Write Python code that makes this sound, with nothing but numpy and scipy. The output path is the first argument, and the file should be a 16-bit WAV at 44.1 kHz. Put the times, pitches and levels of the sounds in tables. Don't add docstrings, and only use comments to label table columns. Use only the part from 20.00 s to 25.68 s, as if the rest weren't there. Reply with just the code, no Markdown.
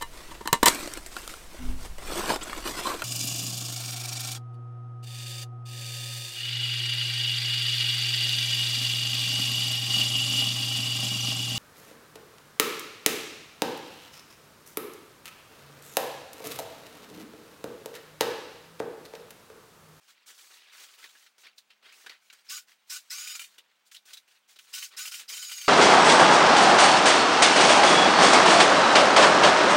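import sys
import numpy as np
from scipy import signal
from scipy.fft import rfft, irfft, next_fast_len
from scipy.io import wavfile
from scipy.ndimage import uniform_filter1d, map_coordinates

SR = 44100
rng = np.random.default_rng(int(sys.argv[2]) if len(sys.argv) > 2 else 0)


def waveform_to_disk(signal):
    frames = np.transpose(np.atleast_2d(signal))
    scaled = np.clip(frames, -1, 1) * 32767
    samples = np.round(scaled).astype(np.int16)
    wavfile.write(sys.argv[1], SR, samples)


N = 250488

# start_s, length_s, scuff_db, cloth_db
LEG_STROKES = [(0, .06, -69, -69), (0.065, 0.042, -59.5, -61.5), (0.133, 0.1, -65, -80),
               (0.257, 0.051, -54.5, -53), (.33, 0.053, -67, -60.5), (0.363, 0.11, -60, -57),
               (0.484, 0.088, -56, -58.5), (0.574, 0.14, -59, -70), (0.714, .08, -54.5, -58),
               (0.783, 0.068, -53.5, -54), (0.872, 0.082, -58.5, -61), (0.969, 0.093, -53.5, -57.5),
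               (1.067, .19, -63, -63), (1.38, .045, -64.5, -61.5), (1.422, 0.037, -52, -70),
               (1.554, 0.023, -81, -71), (1.69, 0.044, -66.5, -82), (1.83, 0.091, -55.5, -68),
               (1.922, 0.13, -63, -61), (2.083, 0.051, -52.5, -65.5), (2.205, 0.11, -73.5, -71),
               (2.328, 0.081, -64, -69), (2.438, 0.06, -61, -66), (2.666, 0.053, -61.5, -64.5),
               (2.865, .04, -67, -62.5), (2.999, 0.096, -67.5, -68.5), (3.452, .1, -65, -67.5),
               (3.6, 0.12, -71.5, -99), (3.846, 0.027, -72, -65.5), (3.913, 0.017, -64, -55),
               (4.058, .085, -57.5, -58), (4.176, 0.019, -74, -69.5), (4.267, 0.1, -67.5, -69.5),
               (4.473, 0.058, -63, -61.5), (4.59, 0.062, -65.5, -62), (4.662, .07, -59.5, -60.5),
               (4.904, 0.035, -52, -63.5), (5.191, 0.032, -51, -65)]
# peak_s, level_db
WEIGHT_SHIFTS = [(.305, -70), (.42, -72), (.53, -72), (.82, -65.5), (1.02, -70), (1.45, -81), (1.84, -74),
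                 (1.98, -67), (2.06, -76), (2.535, -70), (3.4, -67), (3.59, -67.5), (4.1, -84), (4.95, -69),
                 (5.33, -56)]
# freq_hz, level_db
SCUFF_SPECTRUM = [(200, -34), (600, -16), (1400, -1), (3000, 0.5), (4500, -3), (7000, -20.5), (15000, -46)]
# freq_hz, level_db
CLOTH_SPECTRUM = [(1500, -39), (3500, -7), (6000, -3), (8500, -6.5), (11000, -11.5), (14000, -13),
                  (15500, -9)]
# freq_hz, level_db
THUD_SPECTRUM = [(30, -33), (100, -32.5), (220, -14.5), (400, -2), (700, -5), (1300, -1.5), (3000, -41)]
# freq_hz, level_db
AIR_SPECTRUM = [(15, -54), (25, -27), (193, -15.5), (848, -5), (1450, -6), (1570, -3.5), (1750, -10.5),
                (2170, -3.5), (2850, -6), (3260, -7.5), (13900, -45), (15500, -16)]
# start_s, level_db, thud_db, crackle_db, ring_hz, ring_db
SNOW_KNOCKS = [(0.266, -55, -40, 0, 2980, -8), (0.838, -35.5, -36, -13, 2960, -17),
               (1.042, -35.5, -29, -15, 1800, 1.5), (1.152, -52.5, -16, -18, 1580, 12),
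               (1.264, -41, -47, -28, 1630, -7), (1.382, -48.5, -24, -8, 4880, -5),
               (1.467, -40, -37, -27, 2150, 1), (1.582, -43.5, -35, -5.5, 4080, 7.5),
               (1.705, -41, -39, -35, 2700, -4), (1.828, -48, -22.5, -20, 2780, -5),
               (1.86, -49, -19, -32, 2090, 8.5), (1.924, -46, -27, -9, 2540, 6),
               (2.043, -55, -9.5, -18, 1600, -1), (2.063, -31, -25, -20, 1600, 1),
               (2.095, -28, -32.5, -29, 3300, -7), (2.301, -37, -57, -34, 2230, -5),
               (2.328, -41, -29.5, -6.5, 1460, -4.5), (3.583, -40, -30, -9.5, 2920, 6),
               (3.916, -38, -62, -8.5, 2980, -11), (3.947, -41, -58, -4.5, 3030, 5.5),
               (3.964, -44.5, -50, -18, 3850, 12), (4.056, -51, -20.5, 0, 4400, -9),
               (4.134, -39, -39, -0.5, 3570, 10), (4.171, -40, -52, -7, 3800, 4.5),
               (4.28, -50, -23.5, -15, 2720, -5), (4.562, -43.5, -27.5, -15, 3840, 3),
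               (4.589, -39, -35, -8.5, 3030, -1)]
# freq_hz, level_db
CRUNCH_SPECTRUM = [(200, -44), (700, -32), (1400, 4.5), (2900, 5.5), (4300, 5), (6500, -9), (15000, -29)]
# start_s, take_up_s, held_s, coast_s, whine_hz, drift_hz_per_s,
# level_db, high_tones_db, low_whine_db
TRIGGER_PULLS = [(2.484, 0.02, 0.093, .058, 1242, -5.5, -40.5, -3, -18.5),
                 (2.893, 0.0098, 0.079, .06, 1225, -1.5, -40, -3.5, -22),
                 (3.097, 0.0086, .26, 0.074, 1185, 270, -42, 0.5, -21),
                 (4.726, 0.0094, .123, 0.067, 1150, -7, -41.5, -3.5, -26.5),
                 (4.963, 0.0082, .118, .045, 1265, 0, -41, -2, -20),
                 (5.108, 0.0074, 0.094, 0.067, 1332, -5.5, -44.5, -8, -39),
                 (5.277, 0.013, 0.45, .07, 1273, -300, -41.5, -1.5, -28)]
# whine_multiple, relative_level_db
GEAR_TONES = [(1.5, -40), (2.002, -14.5), (2.43, -11.5), (3.002, -27), (4, -6.5), (5.56, -2)]
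# centre_hz, width_hz, level_db
HOUSING_MODES = [(1482, 51, 9), (2560, 73, 0), (2800, 550, -6), (3856, 210, 5), (5180, 830, 4.5),
                 (6360, 800, -6)]
# freq_hz, level_db
GRIND_SPECTRUM = [(30, -43), (200, -54), (450, -27), (800, -25), (1150, -17.5), (2000, -1.5), (3200, -1),
                  (5000, -3.5), (7500, 1.5), (10000, -4), (12000, -8), (14000, -5.5), (15400, -5.5)]
# start_s, level_db, favoured_ring_hz
SHAFT_CLANKS = [(2.505, -38.5, 3600), (2.5755, -37.5, 3850), (3.1812, -32, 2500), (3.2728, -28.5, 2395),
                (3.3055, -34, 3723), (3.352, -30, 2415), (3.393, -28.5, 3570), (3.415, -32.5, 2410),
                (3.4393, -36.5, 2430), (4.7381, -26.5, 3000), (4.7804, -30.5, 2660), (4.825, -26.5, 2960),
                (4.9894, -27.5, 2293), (5.0538, -27.5, 2810), (5.077, -31, 3050), (5.1179, -33.5, 1473),
                (5.141, -28, 2965), (5.1965, -35.5, 3050), (5.3008, -36, 3755), (5.336, -29.5, 4050),
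                (5.3719, -32.5, 3100), (5.4241, -32.5, 2988), (5.4953, -32.5, 2444), (5.5144, -26, 3023),
                (5.5776, -33, 2436), (5.6124, -32, 2897), (5.6434, -35, 2666)]
# freq_hz, relative_level_db, t60_s
SHAFT_MODES = [(1412, 5, 0.17), (1890, -31, 0.064), (2206, 5.5, 0.033), (2417, 12, 0.054),
               (2823, 17.5, 0.038), (3040, 13.5, 0.071), (3080, -3, 0.09), (3640, 7, 0.11),
               (4334, 10, 0.072), (5100, -13, .05)]
# freq_hz, t60_s
TENT_DECAY = [(200, 0.053), (2000, 0.053), (12000, 0.13)]

STROKE_ATTACK_S, STROKE_RELEASE_S = 0.02, 0.029
FIDGET_SCUFF_DB, FIDGET_CLOTH_DB = -75.5, -79
TREAD_LOAD_S, TREAD_SETTLE_S = 0.019, 0.023
KNOCK_RISE_S, KNOCK_T60_S = 0.002, 0.07
WANDER_SHARE = 0.008
KICK_HZ, SPIN_UP_S = 724, 0.021
INRUSH_DB, INRUSH_S = 7.5, 0.053
COAST_DB = 27.5
UNSETTLED_DB, SETTLE_S = 5.5, 0.11
SLIP_DB, SLIP_LEAD_S, SLIP_S = 2.5, 0.014, 0.0099
TOP_HZ = 15850


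def amp(db):
    return 10 ** (np.asarray(db) / 20)


def unit(x):
    return x / np.sqrt(np.mean(x ** 2) + 1e-20)


def along(points, hz):
    point_hz, value = np.transpose(points)
    return np.interp(np.log(hz + 1), np.log(point_hz + 1), value)


def wobble(rate_hz):
    knots = np.arange(0, N * rate_hz / SR + 1, 1 / 8)
    smooth = map_coordinates(rng.standard_normal(int(knots[-1]) + 4), [knots])
    return np.interp(np.arange(N) * rate_hz / SR, knots, smooth)


def filtered(x, response):
    size = next_fast_len(len(x) + 8192)
    spectrum = rfft(x, size) * response(np.fft.rfftfreq(size, 1 / SR))
    return irfft(spectrum, size)[:len(x)]


def coloured(x, spectrum):
    return unit(filtered(x, lambda hz: amp(along(spectrum, hz))))


def grains(rate_hz, spread_db, share, size=N):
    moments = rng.random(size) < rate_hz / SR
    sizes = amp(spread_db * np.clip(rng.standard_normal(size), -2, 2))
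    hits = moments * rng.choice([-1, 1], size) * sizes
    share = np.clip(share, 0, 1)
    return np.sqrt(share) * unit(hits) + np.sqrt(1 - share) * rng.standard_normal(size)


def resonance(hz, centre_hz, width_hz):
    return 1j * hz * width_hz / (centre_hz ** 2 - hz ** 2 + 1j * hz * width_hz)


def thin(hz):
    return (1j * hz / (1j * hz + 600)) ** 4


def patchy(x, depth_db, size):
    z = signal.stft(x, nperseg=512)[2]
    field = uniform_filter1d(rng.standard_normal(z.shape), size, axis=0)
    field = uniform_filter1d(field, size=3, axis=1)
    return unit(signal.istft(z * amp(depth_db * unit(field)), nperseg=512)[1][:N])


def swell(start_s, length_s, attack_s, release_s):
    age_s = np.arange(N) / SR - start_s
    return np.clip(age_s / attack_s, 0, 1) * np.exp(-np.maximum(age_s - length_s, 0) / release_s)


def movement(scuff_db=-1, cloth_db=1.0, tread_db=-3, drag_db=-19):
    t = np.arange(N) / SR
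    scuff, cloth = amp(FIDGET_SCUFF_DB), amp(FIDGET_CLOTH_DB)
    for start_s, length_s, boot_db, suit_db in LEG_STROKES:
        stroke = swell(start_s, length_s, STROKE_ATTACK_S, STROKE_RELEASE_S)
        scuff = np.hypot(scuff, amp(boot_db) * stroke)
        cloth = np.hypot(cloth, amp(suit_db) * stroke)
    weight = 0
    for peak_s, db in WEIGHT_SHIFTS:
        distance = np.maximum((peak_s - t) / TREAD_LOAD_S, (t - peak_s) / TREAD_SETTLE_S)
        weight = weight + amp(db) * np.exp(-distance)
    catch = amp(0.8 * wobble(60))
    clumps = amp(2 * wobble(250))
    snow = coloured(clumps * grains(rate_hz=1200, spread_db=2.5, share=0.32), SCUFF_SPECTRUM)
    suit = coloured(grains(rate_hz=2000, spread_db=1, share=0.59), CLOTH_SPECTRUM)
    snow = patchy(snow, depth_db=2.8, size=5)
    suit = patchy(suit, depth_db=1.5, size=8)
    steps = coloured(grains(rate_hz=200, spread_db=5, share=0.5), THUD_SPECTRUM)
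    tread = (amp(tread_db) * weight + amp(drag_db) * scuff) * steps
    return catch * (amp(scuff_db) * scuff * snow + amp(cloth_db) * cloth * suit) + tread


def background(air_db=-74, hum_db=-93, hum_hz=215):
    phase = 2 * np.pi * hum_hz * np.arange(N) / SR + 0.9 * wobble(40)
    hum = np.sin(phase) * amp(3 * wobble(14))
    air = coloured(rng.standard_normal(N), AIR_SPECTRUM)
    return amp(air_db) * air + amp(hum_db) * hum


def knocks(crunch_db=-15, thud_db=2, crackle_db=-5, ping_db=-14, crush_s=0.0048):
    lead = SR // 50
    out, t = np.zeros(N + SR), (np.arange(SR // 4) - lead) / SR
    for start_s, db, low_db, high_db, ring_hz, ring_db in SNOW_KNOCKS:
        crust = lambda: grains(rate_hz=3000, spread_db=2.5, share=0.96, size=len(t))
        ring = lambda hz: thin(hz) * resonance(hz, ring_hz, ring_hz / 7)
        blow = amp(crunch_db) * coloured(crust(), CRUNCH_SPECTRUM)
        blow += amp(thud_db + low_db) * coloured(crust(), THUD_SPECTRUM)
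        blow += amp(crackle_db + high_db) * coloured(crust(), CLOTH_SPECTRUM)
        blow += amp(ping_db + ring_db) * unit(filtered(crust(), ring))
        force = amp(db + 42)
        packing = np.exp(np.minimum(t, 0) * np.maximum(force, 1) / KNOCK_RISE_S)
        fade = amp(-60 * np.maximum(t - crush_s, 0) / KNOCK_T60_S)
        out[round(start_s * SR) - lead:][:len(t)] += amp(db) * packing * fade * blow
    return out[:N]


def motor():
    t, pulls = np.arange(N) / SR, np.array(TRIGGER_PULLS)
    latest = np.maximum(np.searchsorted(pulls[:, 0], t) - 1, 0)
    start_s, take_up_s, held_s, coast_s, top_hz, drift, db, sing_db, mesh_db = pulls[latest].T
    age_s = np.maximum(t - start_s, 0)
    coasted = np.maximum(age_s - held_s, 0) / coast_s
    driven_hz = top_hz + drift * np.minimum(age_s, held_s)
    driven_hz -= (top_hz - KICK_HZ) * np.exp(-age_s / SPIN_UP_S)
    slipping = sum(np.exp(-((t - s + SLIP_LEAD_S) / SLIP_S) ** 2) for s, _, _ in SHAFT_CLANKS)
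    load_db = INRUSH_DB * np.exp(-age_s / INRUSH_S) - SLIP_DB * slipping - COAST_DB * coasted
    engaged = 1 - np.exp(-(age_s / take_up_s) ** 2)
    sing_db = sing_db - UNSETTLED_DB * np.exp(-age_s / SETTLE_S)
    return driven_hz * np.exp(-coasted), amp(db + load_db), engaged, sing_db, mesh_db, age_s


def drill(grind_db=-2.5, housing_db=-6, whine_db=0, jolt_db=-2, jolt_hz=5100, jolt_s=0.006,
          mesh_depth=0.078, flutter_share=0.00653):
    whine_hz, gain, engaged, sing_db, mesh_db, age_s = motor()
    speed = 1 + flutter_share * wobble(120) + WANDER_SHARE * wobble(25)
    cycles = np.cumsum(whine_hz * speed) / SR
    bite = 1 + mesh_depth * np.cos(np.pi * cycles / 2)
    grind = coloured(bite * grains(rate_hz=5000, spread_db=-3, share=0.39), GRIND_SPECTRUM)

    def housing(hz):
        modes = sum((-1) ** k * amp(db) * resonance(hz, centre_hz, width_hz)
                    for k, (centre_hz, width_hz, db) in enumerate(HOUSING_MODES))
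        return thin(hz) * modes

    ring = filtered(bite * grains(rate_hz=3300, spread_db=6.5, share=0.23), housing)
    grind = patchy(grind, depth_db=2.3, size=4)
    ring = patchy(ring, depth_db=3.5, size=3)
    judder = amp(1.4 * wobble(80))
    rattle = (amp(grind_db) * grind + amp(housing_db) * ring) * judder
    backlash_rad = 0.13 * amp(-sing_db / 2)
    tones = 0
    for multiple, db in GEAR_TONES:
        level = amp(db - 1 + 4.2 * wobble(70))
        phase = 2 * np.pi * multiple * cycles + backlash_rad * multiple * wobble(500)
        tones = tones + level * np.sin(phase)
    whine = amp(whine_db + sing_db) * np.sqrt(2) * tones * np.minimum(whine_hz / 1200, 1) ** 4
    mesh = np.sqrt(2) * np.sin(2 * np.pi * cycles + 0.3 * wobble(300))
    mesh *= amp(mesh_db + 2.5 * wobble(60)) * np.minimum(whine_hz / 1150, 1) ** 8
    starting = (age_s / jolt_s) ** 2 * np.exp(-age_s / jolt_s)
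    case = filtered(rng.standard_normal(N), lambda hz: resonance(hz, jolt_hz, 560) ** 2)
    jolt = amp(jolt_db) * starting * unit(case)
    return gain * (engaged * (rattle + whine + mesh) + jolt)


def clanks(ring_db=-14, chatter_db=-8, chatter_t60_s=0.13, contact_t60_s=0.037, favour_db=8,
           chatter_rise_s=0.0038):
    out, t = np.zeros(N + SR), np.arange(SR // 4) / SR
    for start_s, db, ring_hz in SHAFT_CLANKS:
        grip = rng.normal(1, 0.012)
        modes = 0
        for hz, mode_db, t60_s in SHAFT_MODES:
            favour = favour_db * np.exp(-((hz - ring_hz) / 150) ** 2)
            level = amp(mode_db + favour + rng.normal(0, 3) - 60 * t / t60_s)
            modes = modes + level * np.sin(2 * np.pi * grip * hz * t)
        contact = grains(rate_hz=1200, spread_db=-4, share=1.0, size=len(t))
        contact *= amp(-60 * t / contact_t60_s)
        ring = filtered(signal.fftconvolve(contact, modes)[:len(t)], thin)
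        ring /= np.sqrt(np.mean(ring[:SR // 50] ** 2))
        chatter = coloured(rng.standard_normal(len(t)), GRIND_SPECTRUM)
        chatter *= amp(-60 * t / chatter_t60_s) * np.minimum(t / chatter_rise_s, 1)
        clank = amp(ring_db) * ring + amp(chatter_db) * chatter
        out[round(start_s * SR):][:len(t)] += amp(db) * clank
    return out[:N]


def tent(x):
    hz, t, z = signal.stft(rng.standard_normal(SR // 4), SR, nperseg=256)
    decay = amp(-60 * t / along(TENT_DECAY, hz)[:, None])
    tail = signal.istft(z * decay, SR, nperseg=256)[1]
    return signal.fftconvolve(np.pad(x, (SR // 200, 0)), tail / np.linalg.norm(tail))[:N]


def scene(tent_db=-12):
    near = movement() + knocks() + drill() + clanks()
    return (near + amp(tent_db) * tent(near) + background())[None]


def record(dry, ceiling_db=-35):
    x = dry[0]
    loudness = np.sqrt(np.abs(uniform_filter1d(x ** 2, size=SR // 100)))
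    gain = (1 + (loudness / amp(ceiling_db)) ** 4) ** (-1 / 4)
    return filtered(gain * x, lambda hz: hz < TOP_HZ)[None]


dry = scene()
out = record(dry)
waveform_to_disk(out)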